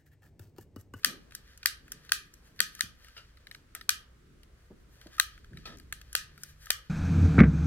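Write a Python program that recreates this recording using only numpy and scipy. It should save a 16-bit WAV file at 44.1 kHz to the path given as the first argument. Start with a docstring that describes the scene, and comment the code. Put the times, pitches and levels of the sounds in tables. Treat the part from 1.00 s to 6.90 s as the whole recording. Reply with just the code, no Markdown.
"""A long-reach lighter is worked over and over at a table, beside a two-port camera microphone.
Throughout, filtered noise makes hum, rumble and hiss, a sine whines faintly and noise grains rub the shell.
From the start a latch slips, the spring hammer snaps and the table is bumped, each as shaped noise in resonances;
a small room of decaying noise answers. Faint grains, ticks and thin trigger releases follow, later distant knocks
and dull taps, and near the end a low sine drone swells, holds and fades."""
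import sys
import numpy as np
from scipy import signal
from scipy.fft import rfft, irfft
from scipy.io import wavfile
from scipy.ndimage import uniform_filter1d

SR = 44100
rng = np.random.default_rng(int(sys.argv[2]) if len(sys.argv) > 2 else 0)


def master_out(mix):
    """Clip the mix to full scale and print it as 16-bit PCM to the path in sys.argv[1]."""
    frames = np.transpose(np.atleast_2d(mix))
    ceiling = np.clip(frames, -1, 1)
    pcm = np.round(ceiling * 32767).astype(np.int16)
    wavfile.write(sys.argv[1], SR, pcm)


N = 260096
T = np.arange(N) / SR
LEAD, BLOW_LENGTH = 1024, 5120  # samples ahead of each impact, and in all
BLUR = 1.28  # heard from all sides, or rubbed all over, the modes smear this much wider

# Spring hammer striking the spark crystal, near levels taken over the first 5 ms.
# Each row: start in seconds, low modes in dB, middle modes in dB, knock in dB, send to the room in dB,
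# favoured low pitch in Hz, favoured middle pitch in Hz.
SNAPS = [(0.0464, -21, -19, -48, -36, 1530, 4620), (0.6584, -20.5, -20.5, -47.5, -37, 1610, 4530),
         (1.1199, -20.5, -21, -52, -36.5, 1560, 4600), (1.6037, -20, -20, -44.5, -36.5, 1715, 4600),
         (1.808, -24.5, -25, -46, -43, 1868, 3950), (2.8924, -25, -19.5, -46, -36.5, 1540, 4940),
         (4.1984, -17.5, -18.5, -43, -38.5, 1759, 3900), (5.1518, -25, -23.5, -42, -38, 1653, 4920),
         (5.7043, -25.5, -21, -37.5, -38.5, 1590, 5320)]


def undb(db):
    """Turn decibels into an amplitude factor."""
    return 10 ** (np.asarray(db) / 20)


def level(x, db):
    """Scale the whole signal to this RMS level in dB."""
    return x * undb(db) / np.sqrt(np.mean(x ** 2))


def opening(x, db):
    """Scale so that the first 5 ms of a blow have this RMS level in dB."""
    return x * undb(db) / np.sqrt(np.mean(x[..., LEAD:LEAD + 220] ** 2))


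def ring(x, hz, width_hz):
    """One resonance, gain 1 at the centre."""
    return signal.lfilter(*signal.iirpeak(hz, hz / width_hz, fs=SR), x)


def curve(table, column=1):
    """Draw straight lines between the breakpoints of a table over the whole scene."""
    points = np.array(table)
    return np.interp(T, points[:, 0], points[:, column])


def walk(rate):
    """Random levels held 1 / rate seconds and slewed twice; spread near 1."""
    k = int(SR / rate)
    steps = np.repeat(rng.standard_normal(N // k + 1), k)
    return 0.62 * uniform_filter1d(uniform_filter1d(steps, k), k)[:N]


def shell(force, favoured_hz=(), blur=1):
    """The plastic shell resonates in low, middle and top modes, neighbours in opposite phase."""
    # Three groups of modes. Each row: pitch in Hz, width in Hz, gain in dB before favour and scatter.
    mode_groups = [
        [(1254, 110, -5.5), (1420, 460, -4.5), (1630, 506, -1.7), (1977, 460, -9.5)],
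        [(2430, 99, -4), (2780, 150, -5.5), (3130, 270, -2.77), (3800, 170, -3.5), (4120, 210, -2.5),
         (4600, 310, -3.1), (5510, 500, -8)],
        [(6040, 460, -2.75), (7720, 520, -2), (9050, 600, -2.36), (10470, 800, -5.5), (12230, 670, -2.6),
         (14150, 710, -5), (14500, 1200, -4)],
    ]
    favour_db, scatter_db = 10, 1.5  # drive of modes near a favoured pitch; random spread of each mode
    # a steep phase-free edge cuts everything below 1080 Hz and rings a little ahead of each sound
    edge = signal.cheby2(6, 17, 1080, "high", fs=SR, output="sos")
    groups = []
    for group in mode_groups:
        body = 0
        for k, (hz, width_hz, db) in enumerate(group):
            favour = sum(np.exp(-(np.log2(hz / f) / .1) ** 2) for f in favoured_hz)
            gain = undb(db + favour_db * favour + scatter_db * rng.standard_normal())
            body = body + (-1) ** k * gain * ring(force, hz, blur * width_hz)
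        groups.append(signal.sosfiltfilt(edge, body))
    return groups


def hum(alike_hz=450):
    """Building hum, wavering rumble and microphone hiss, alike on both ports only in the bass; a faint whine."""
    # Noise spectrum. Each row: frequency in Hz, relative level in dB per Hz.
    spectrum = [(12, -21.5), (20, -11.5), (60, -1), (85, -11), (130, -13), (228, -21), (434, -23.5),
                (800, -36), (1080, -32), (1300, -28.5), (1600, -29.5), (2200, -34), (3440, -38),
                (8000, -43), (16000, -52)]
    # Slow swell of the bass. Each row: time in seconds, gain in dB.
    bass_swell = [(0, -0.5), (1.5, -1.5), (3.8, -0.5), (4.7, 5.5), (5.3, 2), (5.9, 0.5)]
    hum_db, whine_hz, whine_db = -58, 1560, -90  # hum RMS ahead of its swell and waver; whine RMS
    rumble_top_hz, rumble_waver_db = 1120, 6

    f = np.maximum(np.fft.rfftfreq(N, 1 / SR), 1)
    points = np.array(spectrum)
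    shape = undb(np.interp(np.log(f), np.log(points[:, 0]), points[:, 1]))
    alike = 1 / (1 + (f / alike_hz) ** 2)
    mid, side = rfft(rng.standard_normal((2, N))) * shape
    mid, side = mid * np.sqrt(1 + alike), side * np.sqrt(1 - alike)
    both = np.array([mid + side, mid - side])

    edges = [(0, 130), (130, 450), (450, rumble_top_hz), (rumble_top_hz, SR)]
    bass, low, high, hiss = (irfft(both * (f >= a) * (f < b), N) for a, b in edges)
    # the two rumble bands come and go separately
    rumble = sum(undb(rumble_waver_db * walk(6)) * band for band in (low, high))
    air = undb(curve(bass_swell) + 1.2 * walk(2.8)) * bass + rumble + hiss
    whine = undb(whine_db) * np.sqrt(2) * np.sin(2 * np.pi * whine_hz * T)
    return air * undb(hum_db) / np.std(bass + low + high + hiss) + whine


def rub(grain=2.0):
    """Skin and trigger rub the shell in dense uneven grains and brief slips, louder after each snap."""
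    # Fingers and trigger sliding. Each row: time in seconds, level in dB, top modes against that level in dB.
    strokes = [(0, -62.5, 0), (.24, -68, -9.5), (.5, -74.5, -8), (1.05, -66.5, -8), (1.45, -73, -1.5),
               (1.7, -70, 0.5), (1.78, -53, -5), (1.95, -69.5, -5), (2.15, -63.5, -8), (2.5, -79.5, -14.5),
               (3.1, -89, -11.5), (3.9, -83, 2), (3.97, -62.5, -2.5), (4.05, -67.5, -7.5),
               (4.15, -58.5, -5.5), (4.3, -72, -11), (4.75, -65, -15.5), (4.85, -75, -2.5),
               (5.32, -68.5, -13), (5.42, -65, 3), (5.55, -78, -2), (5.63, -63.5, 0.5), (5.9, -72, -12)]
    uneven_db, slips_per_s, slip_db = 9, 25, 20
    low_db = -0.6  # low modes against the level
    jangle_db, jangle_t60_s, jangle_rise_s = -32.5, 0.17, .03  # level against the snap's middle modes

    grains = rng.standard_normal(N) * undb(grain * rng.exponential(size=N) + uneven_db * walk(25))
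    # now and then the skin lets go with a faint tick
    grains = grains * undb(slip_db * (rng.random(N) < slips_per_s / SR))
    jangle = 0  # loose parts keep rubbing after a snap
    for s, _, middle_db, *_ in SNAPS:
        fade_db = -60 * (T - s).clip(0) / jangle_t60_s
        jangle = jangle + undb(middle_db + jangle_db + fade_db) * np.clip((T - s) / jangle_rise_s, 0, 1)
    group_db = (low_db, 0, curve(strokes, 2))
    rubbed = sum(level(g, db) for g, db in zip(shell(grains, blur=BLUR), group_db))
    return (undb(curve(strokes)) + jangle) * rubbed


def tick(s, group_db, pan_db, favoured_hz):
    """One short burst: a 4 ms rattle, with knock and room send set from its mode levels."""
    return (s, *group_db, group_db[0] - 22, pan_db, 4, max(group_db) - 21.5, *favoured_hz)


def latches():
    """The latch slips just before a snap, strongest in the middle modes before panning."""
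    # Each row: start in seconds, level in dB that the mode offsets add to, favoured low pitch in Hz.
    latch_slips = [(0.033, -48.5, 1220), (0.6301, -42, 1690), (1.0929, -42.5, 1800), (1.5914, -40.5, 1180)]
    offsets_db = np.array([-4, -1.3, -18.5])  # low, middle, top modes
    return [tick(s, db + offsets_db, -2.2, (hz, 2600)) for s, db, hz in latch_slips]


def snaps():
    """The spring hammer snaps on the spark crystal and drives the shell with a short, hard rattle."""
    top_db, pan_db, rattle_ms = -1.5, 3, 2.4  # top modes against the middle ones
    return [(s, low, middle, middle + top_db, knock, pan_db, rattle_ms, room_db, *hz)
            for s, low, middle, knock, room_db, *hz in SNAPS]


def ticks_and_grains():
    """Trigger ticks and faint grains of the rubbing ring the shell, each in its own balance of modes."""
    # Trigger ticks; the rows at 0.309 and 4.167 s are faint grains of the rubbing.
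    # Each row: start in seconds, low modes in dB, middle modes in dB, top modes in dB,
    # favoured low pitch in Hz, favoured middle pitch in Hz.
    small_sounds = [(0.309, -59, -59, -68.5, 1600, 2570), (0.322, -50.5, -63, -68, 1580, 2470),
                    (0.8806, -53.5, -74, -66, 1590, 2780), (1.0494, -59, -64, -63, 1650, 3300),
                    (1.7923, -43.5, -50, -53, 1300, 4600), (2.046, -53.5, -57, -60, 2110, 2220),
                    (2.0843, -55.5, -58.5, -62.5, 1400, 3000), (2.7502, -40.5, -55, -37, 1440, 4120),
                    (3.4326, -64.5, -58.5, -63.5, 2100, 2950), (4.0136, -55, -53.5, -63, 2030, 2220),
                    (4.0693, -57, -54.5, -62, 1590, 4330), (4.167, -63.5, -59, -62, 1340, 3350),
                    (4.1822, -38, -47, -51, 1240, 2240), (4.378, -53.5, -71, -86, 1640, 2880),
                    (4.445, -55, -61, -83, 1600, 3140), (4.5327, -54.5, -68, -82, 1810, 2170),
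                    (4.772, -66, -62, -58.5, 1950, 5800), (4.785, -66, -62, -58, 1920, 5750),
                    (4.7985, -56, -54, -58.5, 1970, 4400), (4.9254, -32.5, -49, -37, 1630, 4200),
                    (5.0142, -52.5, -52.5, -56.5, 1600, 2770), (5.3782, -52, -62, -60, 1430, 2720),
                    (5.669, -45, -54, -62, 1240, 2780)]
    return [tick(s, (low, middle, top), 2.1, hz) for s, low, middle, top, *hz in small_sounds]


def releases():
    """The trigger springs back, thin and bright: few low modes, strong top modes."""
    # Each row: start in seconds, level in dB that the mode offsets add to.
    spring_backs = [(0.3503, -34), (0.5756, -49), (0.9195, -33), (1.339, -49.5), (1.751, -43.5),
                    (5.1294, -39), (5.4345, -35), (5.658, -46.5)]
    offsets_db = np.array([-12, -8, -3.7])  # low, middle, top modes
    return [tick(s, db + offsets_db, 2, (1560, 5544)) for s, db in spring_backs]


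def far_knocks():
    """Dull, distant knocks with a longer rattle and little treble, heard largely through the room."""
    # Each row: start in seconds, low modes in dB, middle modes in dB, knock in dB, rattle length in ms,
    # favoured low pitch in Hz, favoured middle pitch in Hz.
    distant_knocks = [(2.166, -50.5, -50, -59.5, 54, 1420, 2840), (2.178, -62, -47, -62.5, 6.3, 1400, 2780),
                      (2.752, -48.5, -59.5, -60.5, 33, 1285, 2510),
                      (4.655, -48.5, -42, -53, 20, 1290, 2500), (4.67, -56.5, -53.5, -57, 110, 1210, 3560)]
    top_db, room_db, pan_db = -25, -12, 2.1  # top modes and room send against the low modes
    return [(s, low, middle, low + top_db, knock, pan_db, ms, low + room_db, *hz)
            for s, low, middle, knock, ms, *hz in distant_knocks]


def taps():
    """Dull taps on the shell ring mostly its low and middle modes."""
    # Each row: start in seconds, level in dB that the mode offsets add to.
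    dull_taps = [(2.372, -60), (2.4697, -49.5), (2.5127, -45.5), (2.5477, -47.5), (2.8112, -45.5),
                 (4.5721, -49.5)]
    offsets_db = np.array([1.6, -0.1, -11])  # low, middle, top modes
    return [tick(s, db + offsets_db, 2.6, (2020, 3890)) for s, db in dull_taps]


def blows(own_share=0.45, knock_hz=620, rise_ms=0.48):
    """Each blow is an impact and a noisy rattle that ring the shell; gives near sound and room sends."""
    # Low, middle and top modes: the higher ones come more from one side [factor on the pan].
    pan_share = [.6, 1.2, 1.6]
    # Low, middle and top modes in the echo of a blow [dB].
    room_colour_db = [-5.5, -3, -1.5]
    strike = 6  # the first impact against the rattle that follows
    near, far = np.zeros((2, N + BLOW_LENGTH)), np.zeros((4, N + BLOW_LENGTH))
    ms = (np.arange(BLOW_LENGTH) - LEAD) / SR * 1000
    impact = 1. * (ms == 0)
    # row: s, low, middle, top modes dB, knock dB, pan dB (left minus right), rattle ms, room dB, low Hz, middle Hz
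    rows = snaps() + far_knocks() + latches() + releases() + taps() + ticks_and_grains()

    for k, (s, *group_db, knock_db, pan_db, rattle_ms, room_db, low_hz, middle_hz) in enumerate(rows):
        chance = rng.standard_normal((3, BLOW_LENGTH))
        # most of the energy arrives within the rattle time
        force = np.clip(ms / rise_ms, 0, 1) * np.exp(-1.5 * ms.clip(0) / max(rattle_ms, .2))
        # each port sees the shell from its own side
        rattle = force * (chance[0] + own_share * chance[1:])
        groups = shell(rattle + strike * impact, (low_hz, middle_hz))
        knock = ring(force * (0.78 * chance[0] + chance[1:]), knock_hz, 330)
        body = opening(knock, knock_db)
        for g, db, share in zip(groups, group_db, pan_share):
            body = body + opening(g, db) * undb(np.array([[pan_db], [-pan_db]]) * share / 2)
        i = int(s * SR)
        near[:, i:i + BLOW_LENGTH] += body

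        # heard from all sides the rattle evens out to one impact; blows take turns among four echo patterns
        tint_db = 0.083 * (np.array(group_db) - max(group_db)) + room_colour_db
        for g, db in zip(shell(impact, blur=BLUR), tint_db):
            far[k % 4, i:i + BLOW_LENGTH] += g / np.sqrt(np.sum(g ** 2)) * undb(room_db + db)
    return near[:, LEAD:N + LEAD], far[:, LEAD:N + LEAD]


def bumps():
    """A soft push or drag rings the table top briefly at one low, blurred pitch."""
    # Each row: start in seconds, level in dB ahead of the rise and decay, pitch in Hz, rise in seconds,
    # decay by 60 dB in seconds.
    pushes = [(.05, -38, 250, 0.04, 0.29), (.099, -43.5, 215, 0.05, 0.26), (1.589, -46, 198, 0.022, 0.21),
              (1.832, -41.5, 118.6, 0.008, 0.12), (3.702, -35.5, 200, 0.012, 0.076),
              (3.72, -44.5, 177.4, 0.032, 0.089), (4.059, -44.5, 264.5, .0023, 0.073),
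              (4.51, -42.5, 120, 0.0051, 0.37), (4.556, -47.5, 164, 0.009, .2),
              (4.661, -48.5, 218, 0.022, 0.51), (4.71, -62, 314, 0.024, 0.043)]
    length = 16384
    out, t = np.zeros(N + length), np.arange(length) / SR
    for s, db, hz, rise, t60 in pushes:
        wood = rng.standard_normal(length)
        for _ in range(3):
            wood = ring(wood, hz, 1.4 * hz)
        envelope = np.minimum(t / max(rise, .001), 1) * undb(-60 * t / max(t60, .02))
        i = int(s * SR)
        out[i:i + length] += level(wood, db) * envelope
    return out[:N]


def room(x):
    """Weak echoes from the things on the table, then the walls: noise decaying at a rate set by pitch."""
    # Each row: frequency in Hz, decay by 60 dB in seconds.
    decay_times = [(300, 0.91), (1300, 0.31), (3000, 0.3), (5000, 0.25), (7500, 0.19), (11000, 0.21),
                   (15000, 0.13)]
    first_echo_ms, near_echo_db, room_db = 11.3, -6, 5.5  # first echo: ceiling and nearest wall
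    t, f = np.arange(SR // 2) / SR, np.fft.rfftfreq(SR // 2, 1 / SR) + 1
    noise = rfft(rng.standard_normal((2, len(t))))
    places = np.log(np.array(decay_times)[:, 0])
    echo = 0
    for k, (_, t60) in enumerate(decay_times):
        share = np.interp(np.log(f), places, np.arange(len(places)) == k)
        echo = echo + irfft(noise * share) * undb(-60 * t / t60)
    late = t * 1000 - first_echo_ms
    echo = echo * np.where(late < 0, undb(near_echo_db), 1 + 2.7 * np.exp(-late / 0.5))
    echo = echo * np.clip(t / .0025 - 1, 0, 1)  # nothing returns in the first 2.5 ms
    return undb(room_db) * signal.fftconvolve(x[None], echo, axes=1)[:, :N]


def drone():
    """A low sine tone that swells, holds and fades."""
    hz, db = 148, -65  # RMS level while it holds
    swell = np.interp(T, (5.15, 5.298, 5.601, 5.7), [0, 1, 1, 0])
    return np.sqrt(2) * undb(db) * swell * np.sin(2 * np.pi * hz * T)


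def scene():
    """Mix the lighter near the ports with the table, the room's answer, the hum and the drone."""
    near, far = blows()
    rubbing, table = rub(), bumps()
    near = near + rubbing * undb(np.array([[1.2], [-1.2]]))
    near[1] = np.roll(near[1], 4)  # the right port hears the lighter 4 samples later
    far[0] += undb(-40.5) * rubbing + undb(-46) * table
    return near + table + sum(room(x) for x in far) + hum() + drone()


def record(dry):
    """The recorder rounds the loudest peaks a little and cuts the treble above 16 kHz."""
    rounded = 1.3 * np.tanh(dry / 1.3)
    return signal.sosfilt(signal.ellip(10, .2, 85, 16000, fs=SR, output="sos"), rounded)


dry = scene()
out = record(dry)
master_out(out)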